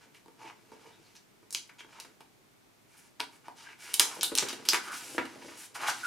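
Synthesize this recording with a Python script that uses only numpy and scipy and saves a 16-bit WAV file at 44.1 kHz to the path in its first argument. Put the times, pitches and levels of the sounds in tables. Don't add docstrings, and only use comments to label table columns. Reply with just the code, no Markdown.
import sys
import numpy as np
from scipy import signal
from scipy.fft import rfft, irfft, next_fast_len
from scipy.io import wavfile
from scipy.ndimage import uniform_filter1d

SR = 44100
rng = np.random.default_rng(int(sys.argv[2]) if len(sys.argv) > 2 else 0)


def dump(signal):
    limited = np.clip(np.atleast_2d(signal).T, -1, 1)
    pcm = np.round(limited * 32767).astype(np.int16)
    wavfile.write(sys.argv[1], SR, pcm)


N = 267564
TIME = np.arange(N) / SR


def from_db(db):
    return 10 ** (np.asarray(db) / 20)


def unit_rms(x):
    return x / np.sqrt(np.mean(x ** 2) + 1e-20)


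def at_hz(points, hz):
    points = np.array(points)
    return np.interp(np.log(np.maximum(hz, 1)), np.log(points[:, 0]), points[:, 1])


def band(x, low_hz, high_hz, order=2):
    return signal.sosfilt(signal.butter(order, [low_hz, high_hz], "band", fs=SR, output="sos"), x)


def drift(knots_per_s):
    knots = rng.standard_normal(N // 20)
    return np.interp(TIME * knots_per_s, np.arange(len(knots)), knots)


def whiten(x, width_hz):
    spectrum, size = rfft(x), x.shape[-1]
    power = uniform_filter1d(np.abs(spectrum) ** 2, max(1, int(width_hz * size / SR)), axis=-1)
    flat = irfft(spectrum / np.sqrt(np.maximum(power, 1e-12)), size)
    return flat * (np.arange(size) < size / 2)


def gliding_resonance(x, hz, relative_width, block=512):
    out, state = np.zeros(N), np.zeros(2)
    for i in range(0, N, block):
        angle = 2 * np.pi * hz[i] / SR
        radius = np.exp(-relative_width * angle / 2)
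        forward = (1 - radius ** 2) / 2 * np.array([1, 0, -1])
        feedback = [1, -2 * radius * np.cos(angle), radius ** 2]
        out[i:i + block], state = signal.lfilter(forward, feedback, x[i:i + block], zi=state)
    return out


def stereo_spectrum(correlation, size):
    alike = np.clip(at_hz(correlation, np.fft.rfftfreq(size, 1 / SR)), 0, 1)
    mid, side = rfft(rng.standard_normal((2, size)))
    return np.sqrt(1 + alike) * mid + np.sqrt(1 - alike) * side * [[1], [-1]]


def background(level_db=-63):
    # (frequency [Hz], relative spectral density [dB])
    density = [(15, -48), (25, -18), (87, -20), (105, -5.5), (161, -7.5), (416, -9), (476, -14.5),
               (560, -14.5), (624, -13.5), (1740, -19.5), (2280, -18.5), (2690, -21.5), (7710, -26.5),
               (14800, -30.5), (16000, -48)]
    # (frequency [Hz], correlation [0-1])
    correlation = [(40, 0.6), (130, 0), (350, 0), (1500, 0), (8000, 0.34)]
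    size = next_fast_len(N)
    colour = from_db(at_hz(density, np.fft.rfftfreq(size, 1 / SR)))
    noise = irfft(stereo_spectrum(correlation, size) * colour, size)[:, :N]
    return from_db(level_db) * unit_rms(noise)


def room(x, build_s=0.0029, late_s=0.148, late_db=-25, late_decay_s=0.006, size=32768):
    # (frequency [Hz], reverberation time [s], reflected level [dB])
    bands = [(130, 0.99, 0.5), (400, 0.33, 1), (1000, 0.24, -0.5), (2860, 0.26, -2.5), (7400, 0.28, -1),
             (13400, 0.16, -2)]
    # (frequency [Hz], correlation [0-1])
    correlation = [(120, 0), (260, 0.84), (500, 0.46), (1000, 0.36), (4000, 0.62), (12000, 0.38)]
    t = np.arange(size) / SR
    hz = np.fft.rfftfreq(size, 1 / SR)
    centres = np.array(bands)[:, 0]
    noise = irfft(stereo_spectrum(correlation, size), size)
    late = (t > late_s) * from_db(late_db) * np.exp(-np.abs(t - late_s) / late_decay_s)
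    build = 1 - np.exp(-(t / build_s) ** 2)
    response = 0
    for (_, t60, db), share in zip(bands, np.eye(len(bands))):
        tail = whiten(noise * build * np.hypot(from_db(-60 * t / t60), late), width_hz=102)
        crossfade = at_hz(np.c_[centres, share], hz)
        response = response + from_db(db) * rfft(tail) * crossfade
    return signal.fftconvolve(x[None], irfft(response, size)[:, :size // 2], axes=1)[:, :N]


def counter_echo(x, delay_s=0.0088, echo_db=-13):
    return from_db(echo_db) * np.interp(TIME - delay_s, TIME, x, left=0)


def box_body(x):
    # (frequency [Hz], bandwidth [Hz], gain [dB])
    resonances = [(123.7, 22, 12.5), (268, 18, 5), (323, 36, 4), (403, 80, 3.5), (633, 160, 1.5),
                  (811, 220, 4.5), (966, 26, 6), (1070, 81, -1.5), (1240, 62, 0.5), (1270, 220, -2),
                  (1390, 6.6, 5), (1500, 15, 6), (1640, 22, 2), (1760, 180, -1.5), (2280, 180, 2),
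                  (2844, 280, 4.5), (3080, 160, -0.5), (4340, 230, -1.5), (6100, 4800, 2.5), (7200, 220, 1),
                  (8100, 80, -1), (9730, 2300, 4.5), (14800, 6600, -4)]
    sections = []
    for hz, width_hz, db in resonances:
        damping, lift = np.pi * width_hz / SR, from_db(db / 2)
        tuning = -2 * np.cos(2 * np.pi * hz / SR)
        forward = [1 + damping * lift, tuning, 1 - damping * lift]
        feedback = [1 + damping / lift, tuning, 1 - damping / lift]
        sections.append(np.array(forward + feedback) / feedback[0])
    return signal.sosfilt(sections, x + 1e-18)


def shut_box(x, open_at_s=4.17, opening_s=0.15):
    # (frequency [Hz], bandwidth [Hz], gain [dB])
    modes = [(437, 38, 0.5), (906, 28, 1), (1640, 28, -4), (2300, 140, -4)]
    drive = x * np.clip((open_at_s - TIME) / opening_s, 0, 1) + 1e-18
    return x + sum(from_db(db) * signal.lfilter(*signal.iirpeak(hz, hz / width_hz, fs=SR), drive)
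                   for hz, width_hz, db in modes)


def squeaks():
    # (start [s], duration [s], frequency [Hz], relative half-bandwidth [ratio], level [dB])
    creaks = [(0.374, 0.14, 830, 0.079, -58), (.42, 0.098, 2420, 0.25, -57),
              (0.901, 0.072, 3660, .08, -66.5), (1.03, .07, 4430, 0.075, -67.5),
              (1.152, .03, 5070, 0.24, -55.5), (1.783, 0.039, 2900, 0.13, -50.5),
              (2.854, 0.21, 2300, 0.054, -77), (3.657, 0.031, 1600, .05, -50),
              (3.692, 0.054, 1600, 0.048, -68), (4.217, 0.047, 3800, 0.18, -30.5),
              (4.68, 0.034, 5000, 0.074, -25), (4.83, .16, 1320, .17, -43), (5.789, 0.11, 1000, 0.37, -38),
              (6.016, 0.09, 1436, 0.054, -33.5)]
    out = np.zeros(N + SR)
    for start_s, length_s, hz, spread, db in creaks:
        at, span = int(start_s * SR), int(length_s * SR)
        slips = rng.standard_normal(SR // 2)
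        tone = band(slips, hz / (1 + spread), hz * (1 + spread))[-span:]
        out[at:at + span] += from_db(db) * unit_rms(tone) * np.hanning(span)
    return out[:N]


def stroke_envelope(start_s, length_s, attack_share=0.34, release_s=0.01):
    t = TIME - start_s
    rise = np.clip(t / (attack_share * length_s), 0, 1)
    return rise * np.exp(-np.clip((t - length_s) / release_s, 0, 20))


def hand_motion(firm_db=-44.5, expansion=1.29, pad_hz=950, pad_flex_db=-3, flex_db_per_octave=-31.5):
    # (time [s], level before expansion [dB])
    grip_levels = [(0.0, -64), (0.25, -73), (0.44, -67.5), (0.89, -58), (1.21, -75), (2.07, -62.5),
                   (2.41, -94), (3.12, -89), (3.34, -68), (3.88, -64.5), (4.15, -55), (4.42, -51.5),
                   (4.84, -52.5), (5.35, -52), (5.59, -58.5), (5.81, -63), (5.94, -58), (6.06, -57)]
    # (start [s], duration [s], relative rasp level [dB],
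    # rasp frequency [Hz], relative hiss level [dB], fine over coarse hiss [dB])
    strokes = [(0, 0.048, -65, 1470, -65, -9), (0.137, 0.038, -64.5, 1800, -61.5, -4),
               (0.374, 0.13, -53, 980, -59, -12), (0.717, 0.017, -58, 900, -61, -22),
               (0.786, 0.1, -64, 1000, -66, -19), (0.984, 0.15, -77, 1210, -67, -12),
               (1.146, 0.022, -64, 1490, -58, -5), (1.782, 0.022, -57.5, 1700, -50, -18),
               (1.875, 0.14, -58, 1100, -61, -15), (2.857, 0.22, -69, 1350, -65, -1),
               (2.965, 0.028, -65, 1370, -58, 8), (3.306, 0.062, -65, 1310, -62.5, 2),
               (3.44, .04, -55, 1100, -63.5, -7), (3.548, 0.1, -59, 1230, -54.5, -9),
               (3.629, 0.1, -53.5, 1640, -61.5, -9), (3.774, 0.15, -55, 1610, -49.5, -2),
               (3.93, 0.26, -50.5, 1000, -49.5, -1), (4.363, 0.04, -39.5, 1240, -34, -14),
               (4.417, .09, -44.5, 1320, -52, 1), (4.707, .055, -42, 1400, -37, -5),
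               (4.824, 0.066, -46, 1500, -49, -2), (4.904, 0.077, -46, 1500, -42, -1),
               (4.928, .24, -55, 1550, -47.5, 0.5), (5.373, 0.18, -57.5, 1420, -56, -5),
               (5.546, 0.11, -60, 1420, -47.5, 3), (5.741, 0.026, -43, 1270, -44.5, -2),
               (5.781, 0.11, -38, 1320, -43.5, -5), (5.864, 0.041, -34.5, 1230, -32, -6),
               (5.899, 0.12, -51, 1250, -47.5, -5.5), (6.019, 0.093, -42.5, 1380, -43, -4)]
    grip_db = np.interp(TIME, *np.transpose(grip_levels))
    grip = from_db(firm_db + expansion * (grip_db - firm_db))
    moves = [(grip, -3, 1250, -3, -8)]
    moves += [(stroke_envelope(start_s, length_s), *colour) for start_s, length_s, *colour in strokes]
    flex = grip ** 2
    rasp = weighted_hz = coarse = fine = 0
    for envelope, rasp_db, hz, hiss_db, bright_db in moves:
        rasp_power = (envelope * from_db(rasp_db)) ** 2
        hiss_power = (envelope * from_db(hiss_db)) ** 2
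        flex += rasp_power * from_db(pad_flex_db + flex_db_per_octave * np.log2(hz / pad_hz)) ** 2
        rasp += rasp_power
        weighted_hz += rasp_power * hz
        coarse_share = 1 / (1 + from_db(bright_db) ** 2)
        coarse += hiss_power * coarse_share
        fine += hiss_power * (1 - coarse_share)
    return np.sqrt(flex), np.sqrt(rasp), np.sqrt(coarse), np.sqrt(fine), weighted_hz / rasp


def friction(slips_per_s, spread_db, judder_db, judder_per_s):
    slips = (rng.random(N) < slips_per_s / SR) * rng.standard_normal(N)
    strength_db = spread_db * rng.standard_normal(N) + judder_db * drift(judder_per_s)
    return box_body(slips * from_db(strength_db))


def rubbing(flex_db=-4, sway_db=-15, rasp_db=-1, hiss_db=-2.5):
    flex_gain, rasp_gain, coarse_gain, fine_gain, rasp_hz = hand_motion()
    bumps = friction(slips_per_s=260, spread_db=1.7, judder_db=3.5, judder_per_s=45)
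    hollow = unit_rms(band(bumps, 216, 533) + from_db(sway_db) * band(bumps, 82, 110))
    scrape = band(friction(3000, 0.63, 3.5, 130), 690, 3380, order=3)
    panels = unit_rms(gliding_resonance(scrape, rasp_hz, relative_width=0.64))
    coarse = unit_rms(band(friction(14000, 2.4, 1.6, 170), 2150, 6500))
    fine = unit_rms(band(friction(20000, 2, 1.5, 170), 6000, 13000))
    return (from_db(flex_db) * flex_gain * hollow
            + from_db(rasp_db) * rasp_gain * panels
            + from_db(hiss_db) * (coarse_gain * coarse + fine_gain * fine))


def knocks_and_scrapes(click_hz=3100, edge_over_click_db=-4.5, send_db=-3.5):
    # (time [s], crunch decay [s], panel level [dB],
    # panel frequency [Hz], thump level [dB], click level [dB])
    contacts = [(0.1466, .002, -60, 1730, -67, -59), (0.26, .0008, -53.5, 890, -54.5, -64),
                (0.282, 0.0025, -53.5, 870, -51.5, -63), (.718, .0039, -49.5, 860, -47.5, -63),
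                (1.429, 0.0024, -61, 1120, -57.5, -74), (1.6939, 0.0073, -48.5, 1620, -68, -67),
                (1.807, 0.0024, -44, 1760, -59, -57), (1.847, 0.0017, -53, 1190, -55, -73),
                (2.0481, 0.0086, -52, 1390, -54, -55), (2.2063, 0.0057, -49.5, 950, -55, -53.5),
                (3.1984, 0.014, -35.5, 1250, -46.5, -39), (3.2025, 0.0045, -37, 950, -48, -41.5),
                (3.4828, 0.0012, -38, 870, -47, -54), (4.0, 0.009, -25.5, 1450, -38.5, -41),
                (4.194, .004, -53, 1000, -41.5, -64), (4.2306, 0.0013, -32, 1220, -48, -37),
                (4.317, 0.0054, -38, 1000, -31, -50), (4.425, 0.0068, -32, 1070, -31, -34.5),
                (4.529, 0.0063, -41.5, 1540, -38, -39.5), (4.6524, 0.016, -47, 1420, -60, -40),
                (4.7332, 0.0049, -24.5, 1390, -30.5, -26), (4.744, 0.0064, -23.5, 1550, -50, -29.5),
                (5.147, 0.0017, -46, 1140, -37.5, -67), (5.181, .007, -22.5, 1450, -24.5, -44),
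                (5.253, 0.0092, -41.5, 1550, -51, -46.5), (5.356, 0.0037, -56, 1350, -44, -59),
                (5.445, 0.013, -71, 1180, -43, -62), (5.482, .016, -52, 1600, -46, -57),
                (5.757, 0.012, -37.5, 1250, -66, -47.5), (5.8844, 0.0097, -23, 1200, -41.5, -45),
                (6.0603, 0.0078, -32.5, 1370, -61, -35)]
    return [(s, crunch_s, thump_db, panel_db, panel_hz,
             click_db, click_hz, click_db + edge_over_click_db, send_db)
            for s, crunch_s, panel_db, panel_hz, thump_db, click_db in contacts]


def snaps(thump_over_click_db=-28, panel_over_click_db=-19.5, panel_hz=1350):
    # (time [s], crunch decay [s], click level [dB],
    # click frequency [Hz], edge crack level [dB], room send [dB])
    releases = [(1.5068, 0.0014, -42.5, 6400, -45.5, -1.5), (1.5265, 0.0019, -37, 6850, -40, 2.5),
                (1.548, 0.0014, -25, 3930, -35, -3), (1.9998, 0.0031, -39, 4480, -43.5, -2),
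                (3.2036, 0.00027, -27.5, 3560, -55, -7), (3.936, .004, -42, 3980, -40, -12),
                (3.9406, 0.0037, -23, 4430, -21.5, -4), (3.9962, 0.0022, -10.5, 4620, -14.5, -20),
                (4.0, 0.0019, -28, 4660, -20, 1.5), (4.006, 0.0014, -25, 4840, -34, 8.5),
                (4.2104, .003, -29, 4200, -43.5, 1.5), (4.2314, 0.0024, -27, 4200, -22, -0.5),
                (4.3524, 0.0011, -25, 4400, -26.5, -2), (4.3766, 0.002, -26, 4260, -27, -2),
                (4.385, 0.0017, -17, 4970, -51, -5), (4.485, 0.0049, -32.5, 4100, -40, 3),
                (4.688, 0.0011, -14, 5230, -19, -2.5)]
    return [(s, crunch_s, click_db + thump_over_click_db, click_db + panel_over_click_db, panel_hz,
             click_db, click_hz, edge_db, send_db)
            for s, crunch_s, click_db, click_hz, edge_db, send_db in releases]


def transients(events, panel_lag_s=0.0012, panel_ratio=1.422, click_ratio=1.594, size=4096):
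    direct, send = np.zeros((2, N + size))
    t = np.arange(size) / SR
    impulse = t == 0
    attack = int(0.008 * SR)
    for s, crunch_s, thump_db, panel_db, panel_hz, click_db, click_hz, edge_db, send_db in events:
        edge_crunch = from_db(-10) * rng.standard_normal(size) * np.exp(-t / crunch_s)
        panel_crunch = from_db(-15) * rng.standard_normal(size) * np.exp(-t / (crunch_s + panel_lag_s))
        stiff = box_body(whiten(impulse + edge_crunch, width_hz=1060))
        slack = box_body(whiten(impulse + panel_crunch, width_hz=200))
        thump = band(slack, 228, 545) + from_db(-17) * band(slack, 67, 140, order=3)
        panel = band(slack, panel_hz / panel_ratio, panel_hz * panel_ratio)
        click = band(stiff, click_hz / click_ratio, click_hz * click_ratio, order=3)
        edge = band(stiff, 7300, 13300)
        parts = [(thump_db - 1, thump), (panel_db, panel), (click_db, click), (edge_db, edge)]
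        burst = sum(from_db(db) * part / np.sqrt(np.mean(part[:attack] ** 2)) for db, part in parts)
        at = int(s * SR)
        direct[at:at + size] += burst
        send[at:at + size] += burst * from_db(send_db)
    return direct[:N], send[:N]


def scene(burst_db=-4, burst_room_db=-2, slide_room_db=-1):
    bursts, send = transients(snaps() + knocks_and_scrapes())
    slides = rubbing() + squeaks()
    direct = shut_box(from_db(burst_db) * bursts + slides)
    reflected = room(shut_box(from_db(burst_room_db) * send + from_db(slide_room_db) * slides))
    return direct + counter_echo(direct) + reflected + background()


def record(dry):
    ceiling, cutoff_hz = 0.88, 16000
    rounded = dry / (1 + np.abs(dry / ceiling) ** 6) ** (1 / 6)
    return signal.sosfilt(signal.ellip(12, 0.1, 105, cutoff_hz, fs=SR, output="sos"), rounded)


dry = scene()
out = record(dry)
dump(out)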